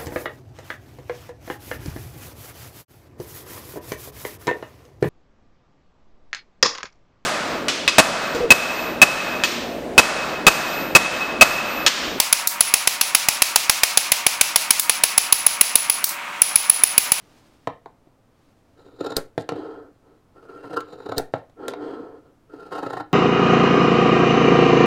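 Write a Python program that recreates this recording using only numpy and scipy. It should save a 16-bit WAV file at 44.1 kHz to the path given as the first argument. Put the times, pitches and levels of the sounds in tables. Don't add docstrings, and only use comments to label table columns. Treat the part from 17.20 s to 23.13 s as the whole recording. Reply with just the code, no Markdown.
import sys
import numpy as np
from scipy import signal
from scipy.fft import rfft, irfft, next_fast_len
from scipy.io import wavfile
from scipy.ndimage import map_coordinates

SR = 44100
rng = np.random.default_rng(int(sys.argv[2]) if len(sys.argv) > 2 else 0)


def generate_wav(sig):
    pcm = np.round(np.clip(np.atleast_2d(sig).T, -1, 1) * 32767).astype(np.int16)
    wavfile.write(sys.argv[1], SR, pcm)


N = 261513
TIME = np.arange(N) / SR
SHORT = TIME[:SR // 6]

# start_s, fastest_s, stop_s, level_db
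BRUSH_MOVES = [(-1.4, 0.23, 0.6, -58), (0.98, 1.243, 2, -67.5)]
# start_s, boom_db, clack_db, dullness_db
RULER_BLOWS = [(0.4723, -24, -23, 11), (.6585, -42.5, -39, 14), (.871, -52.5, -62, 14)]
# start_s, end_s, gape_at_start, gape_at_end (0 shut to 1 wide),
# pressure_power (exponent of the build-up), table_db, steel_db
SQUEEZES = [(1.557, 1.8, 0.13, 0.075, 0.012, -49, -68.5), (1.784, 1.958, .14, .06, 0.068, -41, -60),
            (3.138, 3.271, 0.98, 0.99, .05, -48.5, -73.5), (3.268, 3.609, 1, .9, 0.086, -40, -63),
            (3.627, 3.975, 0.12, 0.068, .04, -44.5, -65.5), (5.275, 5.811, 1, .45, 0.48, -38.5, -58.5),
            (5.907, 6.0, .25, .2, .1, -39.5, -66.5)]
# first_bite_s, last_bite_s, bite_length_s, boom_db, crunch_db,
# crunch_from_hz, crunch_to_hz, fizz_db, growth_per_bite_db
YARN_RUNS = [(1.812, 1.812, 0.011, -22.5, -33, 570, 2410, -43.5, 0),
             (1.85, 1.869, 0.014, -27.5, -32.5, 573, 2400, -43, 3),
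             (1.908, 1.925, .013, -30, -34.5, 576, 2400, -43.5, 3),
             (3.447, 3.445, 0.013, -42.5, -40.5, 570, 2390, -65, 0),
             (3.51, 3.54, 0.022, -35, -38.5, 600, 2420, -55, 5.5),
             (3.573, 3.574, 0.015, -26.5, -22.5, 970, 1610, -42.5, 0.5),
             (3.734, 3.731, 0.024, -42, -44, 570, 2405, -56, 0),
             (3.806, 3.807, 0.0076, -38, -40.5, 570, 2400, -61, -1),
             (3.866, 3.896, .014, -30, -35.5, 584, 2400, -50, 1.5),
             (3.924, 3.924, 0.0095, -26.5, -27.5, 650, 2410, -44.5, 0),
             (3.974, 3.973, .016, -28, -41, 570, 2381, -42, 0),
             (5.34, 5.34, 0.0091, -35.5, -49, 567, 2400, -68, 0),
             (5.531, 5.588, 0.027, -35, -34, 725, 2370, -50, 0),
             (5.635, 5.669, .017, -29.5, -30, 650, 2240, -50, -0.5),
             (5.708, 5.737, .016, -33.5, -32.5, 800, 2330, -49.5, 1.5),
             (5.774, 5.807, 0.014, -34.5, -29.5, 740, 2360, -51.5, 0)]
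# start_s, ring_db, thump_db
BLADE_STOPS = [(1.9669, -16, -26), (3.981, -19.5, -25.5)]
# delay_s, boom_over_thump_db, clack_over_thump_db
SNAP_JOLTS = [(.001, 3, -5), (.015, 0, -15)]
# start_s, boom_db, clack_db, clack_top_hz, dullness_db
TABLE_KNOCKS = [(2.178, -20, -26.5, 1830, 9), (2.2904, -28.5, -27, 2030, 6.5),
                (2.3208, -24.5, -43, 1290, 6.5), (2.36, -42.5, -47, 1820, 8), (3.6055, -44, -44, 2590, 2),
                (4.1378, -19.5, -24, 1960, 14.5), (4.297, -57, -64.5, 2214, 3.5),
                (4.4818, -29, -31, 2883, 2), (4.536, -40, -33.5, 1800, 10)]
# centre_s, length_s, level_db
BRIGHT_SCRAPES = [(2.208, 0.04, -54), (4.161, 0.081, -67), (4.505, .045, -55.5)]
# start_s, fastest_s, stop_s, table_db, scrape_db
BLADE_PUSHES = [(2.276, 2.36, 2.728, -29, -56.5), (2.805, 2.871, 3.08, -51, -78),
                (4.362, 4.443, 4.62, -29, -59.5), (4.553, 4.639, 5.004, -27.5, -55),
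                (4.89, 4.973, 5.02, -44, -74), (5.0, 5.064, 5.165, -51, -78.5)]
# start_s, strongest_s, stop_s, slips_per_s (at the strongest),
# sag (slips per second lost each s), level_db
STICK_SLIP = [(2.31, 2.34, 2.8, 320, 100, -50), (4.43, 4.47, 4.53, 292, 1400, -37.5),
              (4.66, 4.75, 4.82, 260, 550, -38)]

# pitch_hz, width_hz, level_db
TABLE_MODES = [(111.6, 32, -6.5), (166, 50, -11.5), (277.6, 22, 0), (306.4, 51, 0), (412, 110, -1),
               (467.3, 76, 1), (541.4, 95, -3.5), (666.7, 76, -4), (740, 55, -1), (821, 70, -6.5),
               (897, 110, -7), (1055.5, 100, -8), (1291, 110, -8), (1360, 134, -6), (1553, 130, -16),
               (1711, 82, -17.5), (1829, 90, -18.5), (2005, 920, -29)]
# pitch_hz, width_hz, level_db
PIVOT_MODES = [(2568, 69, 7), (2791, 65, 9), (3100, 520, 1.5), (4050, 180, -1), (4523, 1100, -0.5),
               (5040, 330, -3.5), (5960, 400, -9.5), (6580, 840, -9.5), (7700, 370, -10), (8390, 350, -6),
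               (9240, 370, -7.5), (9900, 490, -17), (11400, 500, -11.5), (12660, 1800, -21.5)]
# pitch_hz, width_hz, level_db
TIP_MODES = [(2715, 1500, -12), (3732, 210, 8.5), (3970, 420, 7.5), (4570, 600, -2.5), (5440, 600, -8),
             (6334, 500, -20), (7070, 350, 0), (8100, 600, -14.5), (10500, 1600, -23.5),
             (12500, 1200, -26.5)]
# pitch_hz, level_db, t60_s
CLOSED_BLADE_MODES = [(3780, -6.5, 0.038), (4220, 3.5, 0.016), (4644, 10, 0.0067), (5020, -7.5, 0.039),
                      (6080, -13.5, 0.034), (7200, -19, .025), (8290, 3.5, 0.012), (11300, -13.5, 0.014),
                      (12070, -5.5, 0.017), (12460, -11, 0.031), (14200, -18.5, .025), (16140, -12, .02)]

# freq_hz, level_db (per Hz)
TICK_COLOUR = [(1000, -2.5), (1700, 6.5), (2800, -5.5), (3900, 1), (5000, -6), (6000, -9.5), (9000, -15.5),
               (12000, -22.5), (16000, -27.5)]
# freq_hz, level_db (per Hz)
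DRAG_COLOUR = [(50, -17), (170, -5), (280, 6), (450, 3), (620, -3), (1000, -3.5), (1400, -2.5), (2200, -5),
               (5000, -22.5)]
# freq_hz, level_db (per Hz)
SCRAPE_COLOUR = [(900, -13), (2000, 23), (2600, -4), (3200, 8), (4700, 1), (5900, -4), (8000, -2),
                 (11000, -24), (16000, -22)]
# freq_hz, level_db (per Hz)
WOOL_COLOUR = [(100, 2), (280, 10.5), (500, 3), (900, 2.5), (1700, -2.5), (5000, -7.5), (9000, -15),
               (15000, -22)]
# freq_hz, level_db (per Hz)
AIR_COLOUR = [(25, 0), (60, -6), (110, 0.5), (200, -8), (270, -2.5), (370, -11), (520, -9), (900, -16),
              (1250, -18), (1700, -24), (3000, -29.5), (7000, -35), (16000, -42)]
# freq_hz, t60_s
ROOM_DECAY = [(120, 0.16), (400, 0.29), (1000, 0.21), (3000, 0.26), (7000, 0.11), (15000, 0.034)]
# freq_hz, level_db
CHATTER_COLOUR = [(500, -7.0), (1500, 18), (3000, 1.5), (6500, 4), (10000, 3), (16000, -7.5)]
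RUB_COLOUR = [(40, -8), (110, -3.5), (200, -0.5), (450, 0), (700, -9.0), (1400, -6.0), (2500, -4.0), (5000, -17.0)]
RASP_COLOUR = [(500, -37), (900, -2), (1150, 0.5), (1370, 18), (1800, -4.0), (2500, -9), (5000, -29.5)]
BRIGHT_COLOUR = [(3000, 2.6), (6000, 9.3), (10000, 11), (15000, 4)]
ROOM_COLOUR = [(40, -19.5), (120, -7.5), (400, -16), (1200, -10.5), (4000, -13.5), (9000, -13.5), (15000, -11)]

RULER_TOP_HZ, THUD_DB = 1140, -17
GRIP_S, RELEASE_S = .025, 0.012
OPEN_S = .33
STEEL_POWER, SCRAPE_POWER = 1.5, 1.72
WANDER, WANDER_PER_S = .015, 16
BITES_PER_S, BITE_SCATTER_DB = 30, 0.5
JOLT_TOP_HZ, JOLT_DULL_DB = 2100, 12.5
SPARKLE_LOSS = 2.43
BAND_LIMIT_HZ = 15900


def amp(db):
    return 10 ** (np.asarray(db) / 20)


def unit(x):
    return x / np.sqrt(np.mean(x ** 2) + 1e-20)


def along(points, hz):
    f, v = np.transpose(points)
    return np.interp(np.log(hz + 1), np.log(f + 1), v)


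def wobble(rate):
    return map_coordinates(rng.standard_normal(8000), [TIME * rate + 2], mode="mirror")


def filtered(x, response):
    m = next_fast_len(len(x) + 8192)
    return irfft(rfft(x, m) * response(np.fft.rfftfreq(m, 1 / SR)), m)[:len(x)]


def colour(x, points):
    return filtered(x, lambda hz: amp(along(points, hz)))


def body(modes, valley_db):
    hz = np.fft.rfftfreq(len(SHORT), 1 / SR)
    peaks = sum(amp(db) ** 2 / (1 + (2 * (hz - centre) / width) ** 2) ** 2 for centre, width, db in modes)
    cepstrum = irfft(np.log(peaks + amp(valley_db) ** 2) / 2)
    cepstrum[1:] *= 2 * (np.arange(1, len(cepstrum)) < len(cepstrum) / 2)
    return unit(irfft(np.exp(rfft(cepstrum))))


def through(force, answer):
    return signal.fftconvolve(force, answer)[:len(force)]


def part(x, lo_hz, hi_hz, db, length):
    band = signal.butter(3, [lo_hz, min(hi_hz, SR / 2 - 100)], "band", fs=SR, output="sos")
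    y = signal.sosfilt(band, x)
    return amp(db) * y * np.sqrt(length * SR / np.sum(y ** 2))


def add(track, s, sound):
    space = track[max(round(s * SR), 0):][:len(sound)]
    space += sound[:len(space)]


def fibres(count, rate, spread_db):
    chance, size = rng.random(count), rng.standard_normal((2, count))
    return (chance < rate / SR) * np.sign(size[0]) * amp(spread_db * size[1])


def swell(length):
    return np.exp(-((SHORT - .05) / (.42 * length)) ** 2)


def speed(start, fastest, stop):
    return np.interp(TIME, [start, fastest, stop], [0, 1, 0])


def rustle():
    gain = sum(amp(db) * speed(start, fastest, stop) for start, fastest, stop, db in BRUSH_MOVES)
    catches = fibres(N, rate=8000, spread_db=1)
    return gain * unit(colour(catches, WOOL_COLOUR) * amp(1.3 * wobble(26.0)))


def air_hum():
    return amp(-59) * unit(colour(rng.standard_normal(N), AIR_COLOUR))


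def room(x):
    hz, t, z = signal.stft(rng.standard_normal((4, SR // 2)), SR, nperseg=256)
    decay = amp(-60 * t / along(ROOM_DECAY, hz)[:, None])
    onset = 1 - np.exp(-t / 0.005)
    tails = signal.istft(z * decay * onset, SR, nperseg=256)[1]
    turn = (TIME // .3).astype(int) % len(tails)
    wet = sum(through(x * (turn == k), tail / np.linalg.norm(tail)) for k, tail in enumerate(tails))
    return colour(wet, ROOM_COLOUR)


def knock(table, boom_db, clack_db, top_hz, dull_db):
    chatter = rng.standard_normal(len(SHORT))
    force = chatter * amp(-60 * SHORT / 0.025)
    force[0] += 6
    wood = through(force, table * amp(-60 * SHORT / 0.2))
    edge = colour(chatter * amp(-60 * SHORT / 0.027), TICK_COLOUR)
    boom = part(wood, 100, 698, boom_db, .012)
    clack = part(wood, 677, top_hz, clack_db, .013)
    tick = part(edge, 1100, 4300, clack_db - dull_db, .01)
    sparkle = part(edge, 6300, 16000, clack_db - SPARKLE_LOSS * dull_db, .0055)
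    return boom + clack + tick + sparkle


def ruler(table):
    out = np.zeros(N)
    for s, boom_db, clack_db, dull_db in RULER_BLOWS:
        thud = part(table, 135, 233, boom_db + THUD_DB, 0.0092)
        add(out, s, knock(table, boom_db, clack_db, RULER_TOP_HZ, dull_db) + thud)
    return out


def pressure(start, end, power):
    progress = np.clip((TIME - start) / (end - start), 0, 1)
    grip = np.clip((TIME - start) / GRIP_S, 0, 1)
    release = np.exp(-np.maximum(TIME - end, 0) / RELEASE_S)
    return progress ** power * grip * release


def gape(s):
    points, last_end = [], 0
    for start, end, before, after, *_ in SQUEEZES:
        points += [(min(last_end + OPEN_S, start), before), (start, before), (end, after)]
        last_end = end
    return np.clip(np.interp(s, *np.transpose(points)), 0, 1)


def blades(force, s):
    wide = gape(s)
    pivot = through(force, body(PIVOT_MODES, valley_db=-27.5))
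    tips = through(force, body(TIP_MODES, valley_db=-25.5))
    return np.sqrt(wide) * pivot + np.sqrt(1 - wide) * tips


def waver(x):
    shift = WANDER * SR / (2 * WANDER_PER_S) * wobble(WANDER_PER_S)
    return map_coordinates(x, [np.arange(N) + shift], mode="mirror")


def shearing(table):
    table_gain = steel_gain = 0
    for start, end, _, _, power, table_db, steel_db in SQUEEZES:
        press = pressure(start, end, power)
        table_gain = table_gain + amp(table_db) * press
        steel_gain = steel_gain + amp(steel_db) * press ** STEEL_POWER
    force = fibres(N, rate=9000, spread_db=5.5) * amp(2.1 * wobble(90))
    wood = through(force, table)
    rub = unit(colour(wood, RUB_COLOUR))
    rasp = unit(colour(wood, RASP_COLOUR))
    wood = 0.82 * rub + 0.23 * gape(TIME) * rasp
    steel = unit(waver(blades(force * amp(1.3 * wobble(150)), TIME)))
    catches = amp(1.7 * wobble(55))
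    return catches * (table_gain * wood + steel_gain * steel)


def bites(table):
    out = np.zeros(N)
    for first, last, length, boom_db, crunch_db, foot_hz, top_hz, fizz_db, growth_db in YARN_RUNS:
        count = 1 + round(abs(last - first) * BITES_PER_S)
        for k, s in enumerate(np.linspace(first, last, count)):
            force = swell(length) * fibres(len(SHORT), rate=9000, spread_db=2.5)
            wood = through(force, table)
            boom = part(wood, 70, 620, boom_db, length)
            crunch = part(wood, foot_hz, top_hz, crunch_db, length)
            fizz = part(blades(force, s), 1900, 15000, fizz_db, length)
            level_db = growth_db * (k - (count - 1) / 2) + BITE_SCATTER_DB * rng.standard_normal()
            add(out, s - .052, amp(level_db) * (boom + crunch + fizz))
    return out


def snaps():
    out = np.zeros(N)
    rise = np.linspace(0, 1, SR // 100)
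    for s, ring_db, thump_db in BLADE_STOPS:
        hiss = unit(colour(rng.standard_normal(len(rise)), TICK_COLOUR))
        add(out, s - len(rise) / SR, amp(ring_db - 19.0) * rise * hiss)

        ring = 0
        for hz, db, t60 in CLOSED_BLADE_MODES:
            decay = amp(db + rng.normal(0, 1.2) - 60 * SHORT / t60)
            ring = ring + decay * np.sin(2 * np.pi * (hz * SHORT + rng.random()))
        crack = .6 * rng.standard_normal(len(SHORT)) * amp(-60 * SHORT / 0.038)
        add(out, s, part(ring + crack, 3100, 17000, ring_db + .5, 0.0045))

        chatter = rng.standard_normal(len(SHORT)) * amp(-60 * SHORT / 0.19)
        add(out, s, amp(ring_db - 22.5) * colour(chatter, CHATTER_COLOUR))

        push = (1 - np.exp(-SHORT / .001)) * (np.exp(-SHORT / .011) - 0.32 * np.exp(-SHORT / .08))
        add(out, s, 2 * amp(thump_db) * push * np.linspace(1, 0, len(SHORT)))
    return out


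def knocks(table):
    out = np.zeros(N)
    for s, _, thump_db in BLADE_STOPS:
        for delay, boom_db, clack_db in SNAP_JOLTS:
            jolt = knock(table, thump_db + boom_db, thump_db + clack_db, JOLT_TOP_HZ, JOLT_DULL_DB)
            add(out, s + delay, jolt)
    for s, *blow in TABLE_KNOCKS:
        add(out, s, knock(table, *blow))
    return out


def bright_scrapes():
    out = np.zeros(N)
    for s, length, db in BRIGHT_SCRAPES:
        force = swell(length) * fibres(len(SHORT), rate=1900, spread_db=8)
        scrape = colour(blades(force, s), BRIGHT_COLOUR)
        add(out, s - .05, part(scrape, 2800, 16000, db, length))
    return out


def sliding(table):
    table_gain = scrape_gain = 0
    for start, fastest, stop, table_db, scrape_db in BLADE_PUSHES:
        pace = speed(start, fastest, stop)
        table_gain = table_gain + amp(table_db) * pace
        scrape_gain = scrape_gain + amp(scrape_db) * pace ** SCRAPE_POWER
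    force = fibres(N, rate=14000, spread_db=3.0) * amp(1.1 * wobble(90))
    drag = unit(colour(through(force, table), DRAG_COLOUR))
    scrape = unit(colour(blades(force, TIME), SCRAPE_COLOUR))
    return amp(-4.0) * table_gain * drag + scrape_gain * scrape


def judder():
    out = np.zeros(N)
    for start, strongest, stop, rate, sag, db in STICK_SLIP:
        slowing = rate - sag * (np.clip(TIME, start, stop) - strongest)
        phase = 2 * np.pi * np.cumsum(slowing * (1 + 0.0213 * wobble(120))) / SR
        slips = np.sin(phase) + 0.11 * np.sin(2 * phase) + 0.049 * np.sin(3 * phase)
        out += amp(db) * speed(start, strongest, stop) * unit(slips * amp(2.3 * wobble(68)))
    return out


def scene():
    table = body(TABLE_MODES, valley_db=-38.0)
    work = ruler(table) + shearing(table) + bites(table) + knocks(table)
    work += bright_scrapes() + sliding(table) + judder()
    shut = snaps()
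    answer = room(work + amp(-13.5) * shut)
    return (rustle() + air_hum() + work + shut + answer)[None]


def record(dry):
    held = dry / (1 + (dry / .4) ** 6) ** (1 / 6)
    return np.array([filtered(x, lambda hz: 1 / np.sqrt(1 + (hz / BAND_LIMIT_HZ) ** 160)) for x in held])


dry = scene()
out = record(dry)
generate_wav(out)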